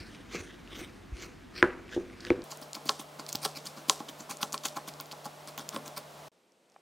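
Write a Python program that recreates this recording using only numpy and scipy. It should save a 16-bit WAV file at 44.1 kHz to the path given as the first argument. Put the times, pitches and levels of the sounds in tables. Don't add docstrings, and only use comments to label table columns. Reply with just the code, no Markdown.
import sys
import numpy as np
from scipy import signal
from scipy.fft import rfft, irfft, next_fast_len
from scipy.io import wavfile
from scipy.ndimage import uniform_filter1d

SR = 44100
rng = np.random.default_rng(int(sys.argv[2]) if len(sys.argv) > 2 else 0)


def transcribe(signal):
    frames = np.atleast_2d(signal).T
    limited = np.clip(frames, -1, 1)
    pcm = np.round(limited * 32767).astype(np.int16)
    wavfile.write(sys.argv[1], SR, pcm)


def nominal_scale(level):
    x = np.asarray(level, float) / 20
    return 10 ** x


N = 300313
T = np.arange(N) / SR

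# start in seconds, end in seconds, edge in ms.
SHOTS = [
    (-1, 2.437, 4),
    (2.437, 6.284, 3),
    (6.317, 8, 1),
]
# frequency in Hz, level in dB per Hz.
AIR = [
    [(15, -32.5), (25, -12.5), (59, -2), (145, -3.5), (270, 1), (591, -18), (659, -12), (775, -14),
     (1610, -14.5), (6920, -30), (13600, -39.5), (16000, -46.5)],
    [(20, -49.5), (45, -43), (70, -21.5), (115, -27), (170, -15.5), (300, -18.5), (450, -12.5), (570, -12),
     (640, -7.5), (720, -12), (1200, -16), (1700, -23), (4000, -25), (15000, -36), (16300, -40)],
    [(15, -54), (25, -23), (48, -33), (195, -7.5), (394, -4.5), (591, -5), (1560, -18.5), (2550, -17.5),
     (8360, -25.5), (14800, -36.5), (16000, -47.5)],
]
# frequency in Hz, level in dB, t60 in seconds.
BOWL = [(1057, 15, 0.023), (830, 5, 0.041), (1322, 2, 0.047), (576, 0, 0.056), (425, -1.5, 0.044)]
# frequency in Hz, level in dB, t60 in seconds.
TABLE = [(225, 3.5, 0.04), (278.3, 5.5, 0.052)]


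def unit(x):
    return x / np.sqrt(np.mean(x ** 2))


def colour(x, points):
    hz, db = np.transpose(points)
    n = next_fast_len(len(x))
    f = np.maximum(np.fft.rfftfreq(n, 1 / SR), 1)
    gain = nominal_scale(np.interp(np.log(f), np.log(hz), db, left=-80, right=-80))
    return unit(irfft(rfft(x, n) * gain, n)[:len(x)])


def band(x, lo_hz, hi_hz):
    edges_hz = [lo_hz, min(hi_hz, 0.45 * SR)]
    return signal.sosfilt(signal.butter(2, edges_hz, "bandpass", fs=SR, output="sos"), x)


def walk(rate):
    k = int(SR / rate)
    steps = np.repeat(rng.standard_normal(N // k + 1), k)
    return unit(uniform_filter1d(uniform_filter1d(steps, k), k)[:N])


def grains(per_s, spread_db):
    hits = (rng.random(N) < per_s / SR) * rng.standard_normal(N)
    return hits * nominal_scale(spread_db * np.minimum(rng.exponential(size=N), 3))


def ring(modes, detune=1, push_ms=0.71, size=SR // 3):
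    t = T[:size]
    y = sum(nominal_scale(db) * np.sin(2 * np.pi * hz * detune * t) * 1000. ** (-t / t60) for hz, db, t60 in modes)
    y = y * np.sin(np.pi / 2 * np.minimum(t * 1000 / push_ms, 1)) ** 2
    return y / np.abs(y).max()


def ground(modes, shorter, per_s, spread_db):
    pressed = ring([(hz, db, shorter * t60) for hz, db, t60 in modes])
    return unit(signal.fftconvolve(grains(per_s, spread_db), pressed)[:N])


def add(track, s, sound):
    i = int(s * SR)
    track[i:i + len(sound)] += sound[:N - i]


def swells(rows, square=1.7):
    out = np.zeros(N)
    for s, db, rise_ms, fall_ms in rows:
        near = slice(max(int((s - rise_ms / 250) * SR), 0), int((s + fall_ms / 125) * SR))
        t = T[near] - s
        late = np.abs(t) * 1000 / np.where(t < 0, rise_ms, fall_ms)
        out[near] += nominal_scale(db - 12.25 * late ** np.where(t < 0, square, 1.15))
    return out


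def patchy(x, lo_hz, spread_db, rate):
    edges = lo_hz * 2 ** np.arange(0, np.log2(16000 / lo_hz), 0.5)
    return unit(sum(nominal_scale(spread_db * walk(rate)) * band(x, hz, 1.375 * hz) for hz in edges))


def shot(k):
    start, end, edge_ms = SHOTS[k]
    return np.clip(np.minimum(T - start, end - T) * 1000 / edge_ms + 0.5, 0, 1)


def crunch():
    # time in seconds, rms level in dB, length in ms, depth in dB.
    chop_rows = [(2.519, -46, 34, -1), (2.629, -48.5, 30, 0), (2.755, -43, 26, -5), (2.881, -47, 56, -1.5),
                 (3.008, -44.5, 34, -16), (3.2, -51, 28, 6), (3.294, -45.5, 26, -3), (3.442, -40, 47, -6),
                 (3.569, -44, 41, -7), (3.668, -42.5, 36, -2.5), (3.781, -50.5, 41, 2),
                 (3.89, -42, 19, -17), (4.001, -48, 20, -6), (4.095, -46.5, 27, 4), (4.205, -49.5, 43, 1.5),
                 (4.313, -40.5, 43, 0), (4.422, -39.5, 26, -7), (4.539, -41, 32, -2.5),
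                 (4.645, -44, 29, -10), (4.771, -43, 30, 0.5), (4.884, -39.5, 25, -6),
                 (5.007, -42.5, 25, -4), (5.121, -44, 18, -3), (5.256, -47, 33, -10),
                 (5.486, -48.5, 33, 1.5), (5.59, -45, 28, 3.5), (5.609, -53.5, 38, 1), (5.692, -49, 19, 1),
                 (5.757, -48.5, 67, 6.5), (5.871, -48, 38, 6.5), (5.977, -41, 31, -4.5)]
    # time in seconds, rms level in dB, fall in ms.
    burst_rows = [(2.892, -33.5, 12), (3.331, -43, 7.6), (3.352, -41, 9.2), (3.452, -26.5, 7.5),
                  (3.899, -30.5, 12), (4.43, -32.5, 11), (4.656, -29.5, 11)]
    # frequency in Hz, level in dB per Hz.
    crunch_colour = [(1300, -31), (2100, -5), (2800, -5), (3400, -2), (4600, -1), (5600, -2.5),
                     (6900, -4.5), (8200, -7.5), (11000, -14)]
    rise = 0.46
    suddenness = 3.4
    shapes = [(s, db, rise * ms, (1 - rise) * ms, depth_db) for s, db, ms, depth_db in chop_rows]
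    chops = swells([(s, db, up, down) for s, db, up, down, _ in shapes], suddenness)
    digs = swells([(s, db + depth_db, up, down) for s, db, up, down, depth_db in shapes], suddenness)
    bursts = swells([(s, db, 4.6, ms) for s, db, ms in burst_rows])

    body = chops + bursts
    top = nominal_scale(-7) * chops + nominal_scale(-9.5) * bursts
    deep = digs + nominal_scale(-3) * bursts
    flakes = colour(grains(per_s=4500, spread_db=2.6), crunch_colour)
    flakes = patchy(flakes, 1417, 2.1, 60)
    crumbs = unit(band(grains(per_s=9000, spread_db=2.2), 9500, 16300))
    grind = ground(BOWL + TABLE, 0.5, per_s=2000, spread_db=3.0)
    return nominal_scale(2 * walk(200)) * body * flakes + nominal_scale(2 * walk(200)) * top * crumbs + deep * grind


def thuds():
    # time in seconds, peak in dB, weight on the table in dB,
    # extra hollow ring in dB.
    thud_rows = [(2.523, -34, -12, 0), (2.767, -35.5, -2.5, -1), (2.858, -44, 10, 0),
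                 (2.8933, -18, -19, -3.5), (2.995, -36, 1, 3), (3.013, -39, -25, 0), (3.194, -40, 2, 2),
                 (3.349, -32, -7, 6), (3.434, -34.5, -19, 0), (3.4516, -23, -11, 6), (3.457, -24.5, -18, 4),
                 (3.569, -41, 2, 2), (3.779, -46, 6.5, 2), (3.884, -45.5, 12.5, 0),
                 (3.897, -15, -17.5, -1.5), (4.004, -29.5, -1, 8), (4.092, -46, 0, 3), (4.205, -43, 3, 3),
                 (4.292, -35, -22, 7), (4.312, -32.5, -13, 0), (4.407, -35.5, -18, -4),
                 (4.43, -22.5, -19.5, 1), (4.525, -40, -20, 4), (4.542, -23, -22, -4), (4.64, -35, -14, 2),
                 (4.654, -24.5, -18, -1), (4.7651, -28.5, -9, 2), (4.771, -25.5, -8.5, 5),
                 (4.782, -33.5, -12, 0), (4.878, -36.5, -1, 2), (4.999, -37, -7, -3), (5.128, -36, -8, 10),
                 (5.134, -36.5, -18, 6), (5.256, -29, -12, 7), (5.263, -31.5, -10, 5), (5.487, -44, -10, 0),
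                 (5.577, -34, -6, 4), (5.599, -44, -8, 7), (5.744, -38, 2.5, 7), (5.7626, -27.5, -3.5, -6),
                 (5.854, -44, -17, 3), (5.879, -41, -3, -3), (5.971, -33, -15, -3), (5.978, -34, -16, -6)]
    out = np.zeros(N)
    for (s, db, weight_db, hollow_db), luck in zip(thud_rows, rng.standard_normal((len(thud_rows), 11))):
        struck = []
        for k, (hz, mode_db, t60) in enumerate(BOWL):
            level_db = mode_db + 1.5 * luck[k] + hollow_db * (k == 1)
            struck.append((hz * (1 + luck[k + 5] / 70), level_db, t60))
        add(out, s, nominal_scale(db) * ring(struck, push_ms=0.97, size=SR // 10))
        table_blow = ring(TABLE, 1 + luck[10] / 40, push_ms=1.93, size=SR // 10)
        add(out, s, nominal_scale(db + weight_db) * table_blow)
    return out


def ticks():
    # time in seconds, peak in dB, pitch in Hz, edge in dB.
    strikes = [(2.732, -20, 5680, -28.5), (2.8931, -3.5, 4330, -32.5), (3.3284, -11, 6300, -5.5),
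               (3.3513, -24, 3000, 2), (3.3551, -13, 4730, 0), (3.364, -36, 6000, 3),
               (3.4514, -15, 3910, -12), (3.8971, -1.5, 6800, -14.5), (3.8972, -4, 3400, -39),
               (4.2959, -31, 5300, -8), (4.3117, -24, 5330, -7), (4.408, -37, 3600, -17.5),
               (4.4297, -12.5, 3840, -36), (4.5237, -22, 6000, -14), (4.5294, -16.5, 7000, -24),
               (4.5431, -20.5, 3860, -15), (4.5785, -24, 4850, -23), (4.6551, -13, 7100, -21.5),
               (4.6826, -22, 6500, -7), (4.6858, -23, 4170, -28.5), (5.0093, -22, 8200, 18),
               (5.2635, -28, 6800, -11), (5.5773, -19, 6400, -0.5), (5.581, -26, 8400, 15),
               (5.6908, -16.5, 5800, -4), (5.7629, -21.5, 3280, -19), (5.8791, -26, 5240, 0),
               (5.9774, -17, 5800, 4)]
    # time in seconds, peak in dB, pitch in Hz.
    snaps = [(2.4407, -33, 9600), (2.5727, -24, 7350), (2.6162, -32, 9300), (2.7515, -25, 4700),
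             (2.8565, -29, 10400), (2.942, -37, 4900), (3.1965, -27, 4460), (3.2026, -30, 5600),
             (3.265, -26, 5000), (3.3222, -32, 5000), (3.2903, -25, 7100), (3.3255, -28, 5900),
             (3.3331, -32, 6700), (3.4183, -35, 8500), (3.4551, -30, 5400), (3.4948, -35, 5900),
             (3.5738, -27, 6800), (3.6701, -30, 4770), (3.8804, -36, 8900), (4.0039, -33, 3840),
             (4.0857, -31, 4280), (4.3708, -25, 6800), (4.6362, -31, 6370), (4.7676, -29, 5700),
             (4.9385, -31.5, 4970), (5.001, -24.5, 5040), (5.0584, -33, 5600), (5.1141, -28, 3550),
             (5.1265, -32, 4700), (5.475, -27.5, 5860), (5.5862, -29, 3900)]
    # time in seconds, peak in dB, pitch in Hz.
    grit = [(0.1476, -38.5, 2400), (0.4718, -44, 3100), (0.6755, -37, 2700), (1.1685, -41, 3900),
            (1.627, -11.5, 1870), (1.6268, -21, 3200), (1.6269, -23, 5500), (1.8815, -43, 2800),
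            (1.8923, -34, 2350), (2.1, -41.5, 2010), (2.198, -42, 1500), (2.3036, -33, 5500),
            (2.304, -22, 1250), (2.206, -34, 4500), (2.209, -37.5, 4500), (2.25, -29, 1700),
            (2.2506, -28, 4400), (2.2683, -28, 2690), (2.3, -37, 2300), (2.3033, -19.5, 2250),
            (2.42, -33.5, 4460), (6.5209, -52, 5660), (6.6994, -54, 5870), (6.7204, -50, 5430),
            (6.7431, -54, 5300), (6.7637, -52, 2180)]
    # time in seconds, peak in dB, pitch in Hz.
    more_snaps = [(2.7494, -37, 3700), (2.7534, -31, 4800), (2.8715, -33, 6500), (2.8803, -33, 5000),
                  (2.8898, -20, 3360), (2.8912, -21, 6970), (3.2918, -22, 6900), (3.296, -30, 7500),
                  (3.299, -30, 5950), (3.3269, -30, 10500), (3.4478, -30, 5600), (3.4531, -24, 3550),
                  (3.4569, -28, 3400), (3.486, -38, 5200), (3.5679, -33, 5400), (3.6644, -27, 4480),
                  (3.6717, -33, 4650), (3.8852, -35, 6000), (3.8888, -31, 5900), (3.9086, -32, 6800),
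                  (4.3065, -36, 5400), (4.4311, -18.5, 3300), (4.5338, -31, 5250), (4.6523, -23, 3080),
                  (4.6535, -24, 4050), (4.6575, -23, 7300), (4.678, -29, 5900), (4.7664, -36, 7000),
                  (4.7722, -31, 3880), (4.8779, -33, 4560), (4.8852, -23, 7750), (4.8868, -34, 4700),
                  (5.067, -40, 11000), (5.1122, -38, 3600), (5.1235, -30, 4200), (5.2555, -26, 6800),
                  (5.5795, -27.5, 2570), (5.5896, -38, 5200), (5.689, -39, 5700), (5.7265, -35, 3280),
                  (5.746, -31, 9500), (5.9721, -29, 4300)]
    glaze_hz = [3400, 4700, 6800, 9300]
    # time in seconds, level in dB, then its ringing as rows of
    # frequency in Hz, level in dB, t60 in seconds.
    tap = (6.7625, -38, [(800, 10, 0.02), (1070, 8, 0.01), (1720, -7, 0.0077), (3200, -10, 0.0053)])
    rows = list(strikes)
    for s, db, hz in snaps + grit + more_snaps:
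        rows.append((s, db, hz, min(-17 + 15 * np.log2(hz / 5000), 0)))

    mid, side = np.zeros((2, N))
    t = T[:400]
    for (s, db, hz, edge_db), noise in zip(rows, rng.standard_normal((len(rows), 400))):
        in_bowl = SHOTS[1][0] < s < SHOTS[1][1]
        rings_hz = glaze_hz if in_bowl else [0.91 * hz]
        modes = [(g, 1.5 * u - 7 - 14 * np.log2(g / hz) ** 2, 0.0026) for g, u in zip(rings_hz, noise)]
        modes.append((hz, 5, (4.6 if in_bowl else 9) / hz))
        modes.append((14500, edge_db + 6.0, 0.001))
        click = band(ring(modes, push_ms=700 / hz, size=400), 0.7 * hz, 17000)
        rustle = nominal_scale(-14.5) * unit(band(noise, 0.63 * hz, 1.76 * hz)) * np.exp(-t / 0.00067)
        add(mid, s, -nominal_scale(db + 2.5) * (click + rustle))
        add(side, s, nominal_scale(min(db, -16) - 11) * np.tanh(noise[-1]) * np.gradient(click))
    tap_s, tap_db, tap_modes = tap
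    add(mid, tap_s, nominal_scale(tap_db) * band(ring(tap_modes, push_ms=0.25), 296, 12000))
    return mid, side


def board():
    # time in seconds, level in dB, rise in ms, fall in ms.
    stroke_rows = [(0.0, -51, 30, 110), (.17, -64, 160, 47), (.365, -41, 55, 76), (.51, -61, 31, 65),
                   (.8, -42, 68, 57), (1.225, -43, 56, 60), (1.6, -40.5, 48, 26), (1.94, -45.5, 41, 31),
                   (2.01, -66, 18, 30), (2.06, -66, 74, 58), (2.285, -46, 56, 48)]
    # frequency in Hz, level in dB per Hz.
    scrape_colour = [(350, -42), (600, -8.5), (894, -26), (970, -5.5), (1510, 3.5), (1660, 1.5),
                     (2310, 3.5), (3080, -3), (5630, -6), (16000, -31.5)]
    # time in seconds, body in dB, snap in dB, snap pitch in Hz, rattle in dB.
    knocks = [
        (1.6268, -12, -3.5, 1576, -35.5),
        (1.6405, -17.5, -14.5, 1480, -57.5),
        (1.9635, -20.5, -55, 800, -62),
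        (1.9753, -22.5, -56, 800, -74.5),
        (2.3037, -11.5, -20, 2290, -46.5),
        (2.3155, -20.5, -44, 1450, -69),
    ]
    # frequency in Hz, level in dB, t60 in seconds.
    board_modes = [(278, -1, 0.1), (350, 13.5, 0.095), (385, -14, 0.087), (462, 4, 0.08), (686, -12, 0.04),
                   (964, -11, 0.04), (1150, -14, .04), (99.6, -6, 0.17)]
    scrape = patchy(colour(grains(per_s=5000, spread_db=2.2), scrape_colour), 500, 2.5, 25)
    rumble = ground(board_modes, 0.48, per_s=900, spread_db=3.5)
    rattle = unit(band(band(grains(per_s=6500, spread_db=-2.0), 745, 1920), 754, 2960))
    strokes = swells(stroke_rows)
    contact = nominal_scale(-66) + strokes
    shake = nominal_scale(-65.5) + nominal_scale(-4) * strokes

    out = np.zeros(N)
    for k, (s, body_db, snap_db, snap_hz, rattle_db) in enumerate(knocks):
        since_first = T[:SR // 3] + s - knocks[k - k % 2][0]
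        settled = np.clip((since_first - 0.0185) / 0.0034, 0, 1)
        add(out, s + 0.00074, nominal_scale(body_db - 17 * settled) * ring(board_modes, push_ms=1.41))
        add(out, s, -nominal_scale(snap_db) * ring([(snap_hz, 0, 0.0075)], push_ms=0.98))
        add(shake, s, nominal_scale(body_db - 25 - 60 * T[:SR] / 0.54))
        out += (T > s) * nominal_scale(rattle_db - 60 * np.abs(T - s) / 0.5) * rattle
    unsteady_hand = nominal_scale(2.06 * walk(59.8))
    return out + unsteady_hand * (contact * scrape + shake * rumble)


def bumps():
    # time in seconds, level in dB, frequency in Hz, t60 in seconds.
    bump_rows = [(.003, -38.5, 87, 0.041), (0.35, -36, 179, 0.1), (.395, -39, 90, 0.097),
                 (1.118, -28.5, 56, 0.11), (3.3494, -31.5, 230, 0.016), (3.354, -49, 110, .07),
                 (1.63, -19, 1000, .04), (1.654, -29, 1400, .03), (1.661, -30, 1700, .03),
                 (1.648, -24, 1600, .025), (3.456, -29.5, 425, .07), (5.764, -28.5, 549, 0.043),
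                 (5.258, -39.5, 225, 0.067)]
    out = np.zeros(N)
    for s, db, hz, t60 in bump_rows:
        add(out, s, -nominal_scale(db) * ring([(hz, 0, t60)], push_ms=min(800 / hz, 150 * t60)))
    return band(out, 35, 3300)


def kitchen(x):
    # frequency in Hz, t60 in seconds, level in dB.
    echo = [
        (358, 0.35, -6),
        (1190, 0.12, -13.5),
        (3450, 0.56, -16),
        (8000, 0.23, -14),
    ]
    t = T[:SR // 2]
    tail = 0
    for hz, t60, db in echo:
        part = band(rng.standard_normal(len(t)), 0.63 * hz, 2.1 * hz)
        part = part * 1000. ** (-t / t60) * np.clip((t - 0.003) / 0.0069, 0, 1)
        flat = band(np.eye(1, len(t))[0], 0.99 * hz, 1.1 * hz)
        tail = tail + nominal_scale(db) * part * np.sqrt(np.sum(flat ** 2) / np.sum(part ** 2))
    return signal.fftconvolve(x, tail)[:N]


def scatter(x):
    # frequency in Hz, t60 in seconds, level in dB.
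    tiles = [(1500, 0.16, -15.5), (2200, 0.2, -19), (3500, .33, -14.5), (6000, .22, -12.5),
             (9000, .13, -14), (12000, .11, -16)]
    hz, t60, db = np.transpose(tiles)
    out = 0
    noise = grains(per_s=5000, spread_db=2.5)
    onset = np.exp(-1 / SR / 0.0022)
    for f in 1300 * 2 ** np.arange(0, 3.6, 0.5):
        keep = 1e6 ** (-1 / SR / np.interp(np.log(f), np.log(hz), t60))
        power = band(x, f, np.sqrt(2) * f) ** 2
        smoothing = np.convolve([1, -keep], [1, -onset])
        energy = signal.lfilter([(1 - keep) * (1 - onset)], smoothing, power)
        level = nominal_scale(np.interp(np.log(f), np.log(hz), db))
        out = out + level * np.sqrt(np.abs(energy)) * unit(band(noise, f / 1.2, 1.7 * f))
    return out


def air():
    # frequency in Hz, level in dB per Hz.
    air_side = [
        [(40, -29), (117, -7), (325, -2.5), (560, -10), (2700, -28), (3600, -34.5)],
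        [(40, -24), (125, -28.5), (400, -3), (1000, -2), (2700, -14.5), (3500, -19), (4200, -47)],
        [(40, -25), (900, -2.5), (2800, -13), (4500, -24.5), (6000, -39.5)],
    ]
    # mid in dB, side in dB.
    air_db = [
        (-51, -58),
        (-50.5, -58.5),
        (-67, -79.5),
    ]
    # shot number, frequency in Hz, rms level in dB, waver in dB.
    hum = [
        (0, 48.8, -60.5, 0.3),
        (0, 97.8, -63.5, -0.5),
        (1, 148.8, -58.5, 1.6),
        (1, 296.4, -71, 1),
        (1, 599, -60.5, 3),
        (1, 848, -69, 3.5),
        (2, 8220, -89, 2),
    ]
    mid, side = np.zeros((2, N))
    for k, (mid_db, side_db) in enumerate(air_db):
        mid += shot(k) * nominal_scale(mid_db + 0.72 * walk(8.6)) * colour(rng.standard_normal(N), AIR[k])
        side += shot(k) * nominal_scale(side_db) * colour(rng.standard_normal(N), air_side[k])
    for k, hz, db, waver_db in hum:
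        phase = 2 * np.pi * np.cumsum(hz * (1 + 0.0029 * walk(6))) / SR
        mid += shot(int(k)) * nominal_scale(db + 3 + waver_db * walk(11)) * np.sin(phase)
    return mid, side


def fading_air():
    end = SHOTS[1][1]
    fade = (T > end) * nominal_scale(-72.0 - 1000 * np.abs(T - end))
    return fade * colour(rng.standard_normal(N), AIR[1])


def scene():
    mid, side = air()
    wood = board()
    clicks, off_centre = ticks()
    bowl = band(band(crunch() + thuds(), 130, 17000), 120, 18000)

    mid += shot(0) * (wood + nominal_scale(8.0) * band(kitchen(wood), 75, 3400))
    mid += bumps() + bowl
    mid += nominal_scale(11.0) * band(kitchen(bowl), 100, 1700)
    mid += scatter(nominal_scale(6.0) * bowl + clicks)
    mid += fading_air()
    side += shot(0) * nominal_scale(-11.5) * kitchen(wood)
    side += nominal_scale(-27.5) * band(kitchen(bowl + clicks), 147, 3000)

    treble_cut = signal.ellip(10, 0.2, 60, 15850, fs=SR, output="sos")
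    mid = signal.sosfilt(treble_cut, mid + 0.65 * clicks) + 0.35 * clicks
    return np.array([mid + side + off_centre, mid - side - off_centre])


def low_pass(x):
    return signal.sosfilt(signal.butter(12, 16970, fs=SR, output="sos"), x)


def record(dry):
    top = signal.ellip(12, 0.2, 70, 16550, fs=SR, output="sos")
    mix = 0.94 * signal.sosfilt(top, np.clip(dry, -1, 1))
    return low_pass(mix)


dry = scene()
out = record(dry)
transcribe(out)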